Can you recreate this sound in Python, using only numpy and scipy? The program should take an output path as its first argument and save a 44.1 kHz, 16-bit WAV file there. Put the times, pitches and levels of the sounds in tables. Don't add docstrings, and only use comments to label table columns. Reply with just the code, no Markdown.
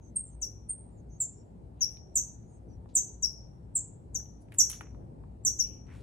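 import sys
import numpy as np
from scipy import signal
from scipy.fft import rfft, irfft
from scipy.io import wavfile
from scipy.ndimage import uniform_filter1d

SR = 44100
rng = np.random.default_rng(int(sys.argv[2]) if len(sys.argv) > 2 else 0)


def volts_from_decibels(level):
    exponent = np.asarray(level, float) / 20
    return 10 ** exponent


def unload_audio(sound):
    columns = np.transpose(np.atleast_2d(sound))
    steps = np.round(np.clip(columns, -1, 1) * 32767)
    wavfile.write(sys.argv[1], SR, steps.astype(np.int16))


N = 265526


def evened(x):
    return x / np.sqrt(np.mean(x ** 2) + 1e-20)


def read(points, hz):
    f, value = np.transpose(points)
    return np.interp(np.log(hz + 1), np.log(f + 1), value)


def add(mix, s, sound):
    part = mix[round(s * SR):][:len(sound)]
    part += sound[:len(part)]


def resonate(x, hz, width):
    turn = np.exp(2j * np.pi * np.cumsum(hz * np.ones(len(x))) / SR)
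    r = np.exp(-np.pi * width / SR)
    return 2 * (turn * signal.lfilter([1 - r], [1, -r], x / turn)).real


def resonate_twice(x, hz, width):
    return resonate(resonate(x, hz, width), hz, width)


def ports(x, lean_db, lag):
    return np.array([volts_from_decibels(lean_db / 2) * np.roll(x, lag), volts_from_decibels(-lean_db / 2) * x])


def chips(calls, voice, octave_colour):
    drop_s, weak_db, swell_s, length_s, s_per_khz = voice
    glide_share, release_s = .8, .006
    tone, octave, opening = np.zeros((3, N))
    tick = np.sin(2 * np.pi * np.cumsum(np.linspace(14000, 9500, 260)) / SR) * np.hanning(260)
    for s, top_hz, knee_hz, end_hz, level_db in calls:
        length = length_s + s_per_khz * (6000 - end_hz) / 1000
        t = np.arange(round(length * SR)) / SR
        release = np.clip(1 - (length - t) / release_s, 0, 1)

        glide = np.minimum(t / (glide_share * length), 1) ** .8
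        hz = knee_hz + (end_hz - knee_hz) * glide
        hz += (top_hz - knee_hz) * np.exp(-(t / drop_s) ** 2)
        hz -= 1.9 * max(end_hz - 6100, 0) * (end_hz < 8000) * release ** 2
        turn = 2 * np.pi * np.cumsum(hz) / SR

        db = level_db + weak_db * np.exp(-(t / swell_s) ** 2)
        edge = np.sin(np.pi / 2 * np.minimum(np.minimum(t / .0012, 1), 1 - release)) ** 2
        wander = .12 * evened(uniform_filter1d(rng.standard_normal(2000), size=60))[:len(t)]
        add(tone, s, volts_from_decibels(db) * np.sin(turn) * edge)
        add(octave, s, volts_from_decibels(db + read(octave_colour, 2 * hz)) * np.sin(2 * turn + wander) * edge)

        grit = 1 + uniform_filter1d(rng.standard_normal(260), size=12)
        add(opening, s - .005, volts_from_decibels(level_db + weak_db - 37) * tick * grit)
        click = resonate_twice(rng.standard_normal(900), 4600, 1100) * np.hanning(900)
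        add(opening, s, volts_from_decibels(level_db - 37) * click)
    return tone, octave, opening


def bird(calls, voice, octave_colour, lean_db, lag, echo_db, beam_db, beam_direct_db):
    tone, octave, opening = chips(calls, voice, octave_colour)
    direct = ports(tone + volts_from_decibels(beam_direct_db) * octave + opening, lean_db, lag)
    echo = yard(tone + volts_from_decibels(-14) * opening, .004, 9, 0.056)
    octave_echo = yard(octave, .004, 9, 0.027)
    return direct + volts_from_decibels(echo_db) * (echo + volts_from_decibels(beam_db) * octave_echo)


# (t/s, opening f/Hz, f/Hz after the opening drop, end f/Hz, level/dB)
OVERHEAD_CHIPS = [
    (.157, 9100, 8650, 8400, -26),
    (.688, 9300, 8850, 8550, -29.5),
    (1.201, 8800, 7800, 7150, -25),
    (2.154, 8900, 8050, 5950, -20),
    (2.951, 8900, 8350, 6000, -18),
    (3.751, 8900, 8500, 7200, -23.5),
    (4.584, 8500, 7450, 5650, -15),
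    (5.449, 8700, 7100, 5750, -20),
]
# (drop time t/s, opening level/dB, swell time t/s, length t/s at 6 kHz end, extra t/s per kHz lower)
OVERHEAD_VOICE = (.0036, -7, .0035, .027, .0025)
# (octave f/Hz, level/dB)
OVERHEAD_OCTAVE = [(11000, -15), (11900, -16), (12900, -32), (13700, -21), (14600, -18), (15600, -29),
                   (17000, -40)]


def overhead_bird():
    return bird(OVERHEAD_CHIPS, OVERHEAD_VOICE, OVERHEAD_OCTAVE, lean_db=-1.5, lag=-17,
                echo_db=[[-2.2], [-2.4]], beam_db=1.5, beam_direct_db=0.5)


# (t/s, opening f/Hz, f/Hz after the opening drop, end f/Hz, level/dB)
LEFT_CHIPS = [
    (.414, 8900, 7000, 5600, -29),
    (1.807, 7000, 6550, 5500, -22),
    (3.222, 8300, 6500, 5400, -23.5),
    (4.143, 8400, 7300, 5750, -27),
    (5.588, 7800, 6550, 5580, -21),
]
# (drop time t/s, opening level/dB, swell time t/s, length t/s at 6 kHz end, extra t/s per kHz lower)
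LEFT_VOICE = (.0042, -14, .007, .020, .019)
# (octave f/Hz, level/dB)
LEFT_OCTAVE = [(11000, -30), (12000, -24), (13000, -19), (14300, -26), (16000, -38)]


def left_bird():
    return bird(LEFT_CHIPS, LEFT_VOICE, LEFT_OCTAVE, lean_db=9, lag=19,
                echo_db=[[1.5], [-2]], beam_db=1.5, beam_direct_db=-14)


# (f/Hz, t/s to fall 60 dB)
YARD_FADE = [(2000, .3), (5500, 0.45), (7500, 0.34), (9500, .36), (12000, 0.27), (15000, 0.14)]


def yard(x, gap_s, slap_db, slap_s):
    taps = np.zeros((2, SR))
    at = np.arange(0, SR - 20, 20) + rng.integers(0, 20, (2, (SR - 1) // 20))
    strength = rng.choice([-1., 1.], at.shape) * rng.exponential(1, at.shape)
    np.put_along_axis(taps, at, strength, 1)
    hz, t, z = signal.stft(taps, SR, nperseg=256)
    fade_db = -60 * t / read(YARD_FADE, hz)[:, None]
    tail = signal.istft(z * volts_from_decibels(fade_db), SR, nperseg=256)[1]
    t = np.arange(tail.shape[1]) / SR
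    tail *= np.clip(t / gap_s, 0, 1) * volts_from_decibels(slap_db * np.exp(-(t / slap_s) ** 2))
    return signal.fftconvolve(x[None], tail / np.linalg.norm(tail[0]), axes=1)[:, :N]


def ticks(rows, share, burst_ms):
    out, t = np.zeros(N), np.arange(900) / SR
    for s, db, hz in rows:
        burst = rng.standard_normal(900) ** 3 * np.exp(-1000 * t / burst_ms)
        ring = resonate_twice(burst, hz, share * hz)
        add(out, s, volts_from_decibels(db) * ring / abs(ring).max())
    return out


# (t/s, peak level/dB, ring f/Hz)
KNOCKS = [(1.97, -56, 3500), (2.858, -52, 800), (4.2, -59.5, 1200), (4.26, -67.5, 2610),
          (4.485, -65.5, 1970), (4.521, -49, 1960), (4.609, -48, 1740), (4.7, -45, 2400),
          (4.733, -44, 2660), (4.809, -38, 1497), (4.809, -43, 750), (4.946, -58, 1000), (5.238, -55, 900),
          (5.885, -61.5, 2070), (5.955, -58, 1020)]
# (t/s, peak level/dB, ring f/Hz)
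SNAPS = [(2.889, -66, 5000), (4.42, -62, 9000), (4.522, -58, 8000), (4.541, -54, 9600), (4.546, -48, 9300),
         (4.608, -44, 9200), (4.6985, -24, 12500), (4.703, -31, 9000), (4.716, -26, 10000),
         (4.735, -42, 8960), (4.75, -50, 8040), (4.81, -52, 8000), (4.817, -57, 10000)]


def close_ticks():
    close = ticks(KNOCKS, share=.7, burst_ms=2.5) + ticks(SNAPS, share=.55, burst_ms=1.6)
    return ports(close, 1.2, lag=4) + volts_from_decibels(-11) * yard(close, .002, 14, .03)


def rustle(rows, rise):
    out = np.zeros((2, N))
    for s, length, low_hz, high_hz, db in rows:
        sizes = volts_from_decibels(2.1 * np.repeat(rng.exponential(1, 500), 40))
        snaps = rng.standard_normal((3, 20000)) * sizes
        snaps = (snaps[:2] + 2.7 * snaps[2])[:, :round(length * SR)]
        band = signal.butter(4, [low_hz, high_hz], "bandpass", fs=SR, output="sos")
        along = np.linspace(0, 1, snaps.shape[1])
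        shape = np.interp(along, [0, np.clip(rise, .01, .9), 1], [0, 1, .3]) ** 2
        for side, part in zip(out, volts_from_decibels(db) * evened(signal.sosfilt(band, snaps)) * shape):
            add(side, s, part)
    return out


# (t/s, length t/s, low f/Hz, high f/Hz, level/dB)
BRUSHES = [
    (1.722, .3, 1300, 4200, -78),
    (1.889, .086, 7500, 12100, -74.5),
    (4.39, .074, 4770, 11110, -77),
    (5.56, .3, 2300, 3100, -76),
    (5.83, .24, 700, 2600, -66),
    (5.82, .42, 2500, 8500, -72),
    (5.85, .3, 8000, 14500, -84),
]
# (t/s, length t/s, low f/Hz, high f/Hz, level/dB)
CRACKLES = [
    (2.886, .09, 2570, 7200, -77),
    (4.518, .07, 1100, 3000, -66),
    (4.585, .14, 900, 3300, -67),
    (4.518, .03, 3500, 14500, -70),
    (4.538, .045, 5500, 14500, -63),
    (4.698, .03, 6500, 14500, -50),
    (4.698, .05, 900, 6000, -59),
    (4.726, .045, 1000, 14000, -53),
    (4.75, .09, 900, 13500, -64),
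    (4.815, .12, 800, 2600, -67),
]


def cloth_and_crackles():
    return rustle(BRUSHES, rise=.35) + rustle(CRACKLES, rise=.05)


# (t/s, length t/s, start f/Hz, end f/Hz, level/dB)
FAR_TWITTER = [(0, .11, 6450, 6200, -65), (0, .14, 7800, 7600, -82.5), (.24, .068, 7700, 7200, -59),
               (.29, .068, 6500, 6200, -71), (.89, .13, 7350, 7150, -79), (.965, .044, 6800, 6500, -70),
               (1.08, .12, 6300, 6350, -65), (1.205, .06, 6500, 5400, -58), (1.31, .14, 5800, 5550, -74),
               (2.458, .14, 8850, 8710, -78.5), (2.433, .17, 6900, 6270, -73),
               (2.49, .11, 7600, 7870, -76.5), (2.671, .1, 6050, 5670, -72), (2.683, .04, 4900, 4840, -84)]


def far_birds():
    out = np.zeros(N)
    for s, length, start_hz, end_hz, db in FAR_TWITTER:
        t = np.arange(round(length * SR)) / SR
        wander = evened(uniform_filter1d(rng.standard_normal(9000), 60))[:len(t)]
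        shake = np.sin(2 * np.pi * 27 * t) + .9 * wander
        hz = np.linspace(start_hz, end_hz, len(t)) + 160 * shake
        whistle = np.sin(2 * np.pi * np.cumsum(hz) / SR)
        add(out, s, volts_from_decibels(db) * whistle * signal.windows.tukey(len(t), .7))
    return volts_from_decibels(-4) * out + yard(out, 0.0032, 28, 0.026)


# (f/Hz, level/dB per Hz)
TOWN_COLOUR = [(20, -32), (34, -9), (70, -1.5), (117, -2.5), (422, -17.5), (636, -24), (912, -27.5),
               (1090, -38), (1520, -45), (3470, -58), (8310, -53), (9940, -62.5), (11900, -61),
               (13500, -75), (15800, -78.5)]
# (t/s, level/dB)
SWELL = [(0.0, -54), (0.37, -50), (0.52, -54), (1.02, -50), (1.21, -52), (3.1, -49), (3.12, -52),
         (4.9, -49), (5.03, -41), (5.08, -46), (5.4, -49), (5.48, -44), (5.55, -51), (6.02, -46)]
# (f/Hz, likeness [-1 to 1])
SAME = [(60, 0.83), (150, 1), (380, 0.49), (950, -0.38), (2380, 0.01), (5980, 0.08), (15000, 0.42)]
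# (f/Hz, level/dB)
LEAN = [(60, 4), (180, 2.0), (550, 0.5), (1650, 3.0), (4970, 3), (15000, -3.5)]


def town():
    frames, hz = N // 512 + 5, np.fft.rfftfreq(2048, 1 / SR)
    a, b, c, d, patches = rng.standard_normal((frames, 1025, 5)).T
    patches = evened(uniform_filter1d(uniform_filter1d(patches, 14, 0), 8, 1))
    s, swell_db = np.transpose(SWELL)
    swell_db = np.interp(np.arange(frames) * 512 / SR, s, swell_db - swell_db.mean())
    swell_share = (.8 * np.exp(-hz / 1500))[:, None]
    same = np.clip(read(SAME, hz), -1, 1)[:, None]
    left = a + 1j * b
    right = same * left + np.sqrt(1 - same ** 2) * (c + 1j * d)
    z = np.array([left, right])
    z *= volts_from_decibels(read(TOWN_COLOUR, hz)[:, None] + 1.5 * patches + swell_db * swell_share)
    z *= volts_from_decibels(np.multiply.outer([.5, -.5], read(LEAN, hz)))[:, :, None]
    return volts_from_decibels(-52) * evened(signal.istft(z, nperseg=2048, noverlap=1536)[1][:, :N])


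# (f/Hz, width f/Hz, level/dB)
HUM = [
    (58, 11, -54.5),
    (106, 12, -59.5),
]


def drone():
    low = np.zeros(N)
    for hz, width, db in HUM:
        low += volts_from_decibels(db) * evened(resonate_twice(rng.standard_normal(N), hz, width))
    return ports(low, 1.2, lag=0)


def scene():
    birds = overhead_bird() + left_bird()
    return birds + close_ticks() + cloth_and_crackles() + far_birds() + town() + drone()


def masked(x, depth_db):
    hz, t, z = signal.stft(x, SR, nperseg=1024, noverlap=768)
    power = uniform_filter1d((abs(z) ** 2).sum(0), size=9, axis=0)
    level_db = 10 * np.log10(power + 1e-20)
    loudest = level_db.argmax(0)
    above_khz = (hz[:, None] - hz[loudest]) / 1000
    spread_db = depth_db + np.maximum(1.5 * above_khz, -9 * above_khz)
    keep = np.clip((level_db - level_db.max(0) + spread_db) / 3, .03, 1)
    holed = z * np.where(hz[loudest] > 3000, keep, 1)
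    return signal.istft(holed, SR, nperseg=1024, noverlap=768)[1][:, :N]


def top_cut(x):
    return signal.sosfilt(signal.butter(12, 15940, fs=SR, output="sos"), x)


# (f/Hz, level/dB)
MID_COLOUR = [(25, -14.5), (45, 1), (4000, 5), (6000, -0.5), (8000, 2), (10000, 7.5), (11500, 1.5),
              (15000, -4.5)]
# (f/Hz, level/dB)
SIDE_COLOUR = [(25, -26.5), (45, 2.5), (4000, 6), (6500, -2.5), (7800, -6.5), (8400, -7), (9300, -28),
               (10400, -36), (11200, -1), (15000, 8.5)]


def record(dry):
    hz = np.fft.rfftfreq(N, 1 / SR)
    before = rng.standard_normal(700) * np.linspace(.3, 1, 700)
    backwards = np.conj(rfft(before[::-1] / np.linalg.norm(before), N))
    smear = 1 + volts_from_decibels(-35) * backwards * (hz > 5000)
    mid = irfft(rfft(dry[0] + dry[1]) * smear * volts_from_decibels(read(MID_COLOUR, hz)), N) / 2
    side = irfft(rfft(dry[0] - dry[1]) * smear * volts_from_decibels(read(SIDE_COLOUR, hz)), N) / 2
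    mix = masked(np.array([mid + side, mid - side]), depth_db=46)
    return top_cut(mix)


dry = scene()
out = record(dry)
unload_audio(out)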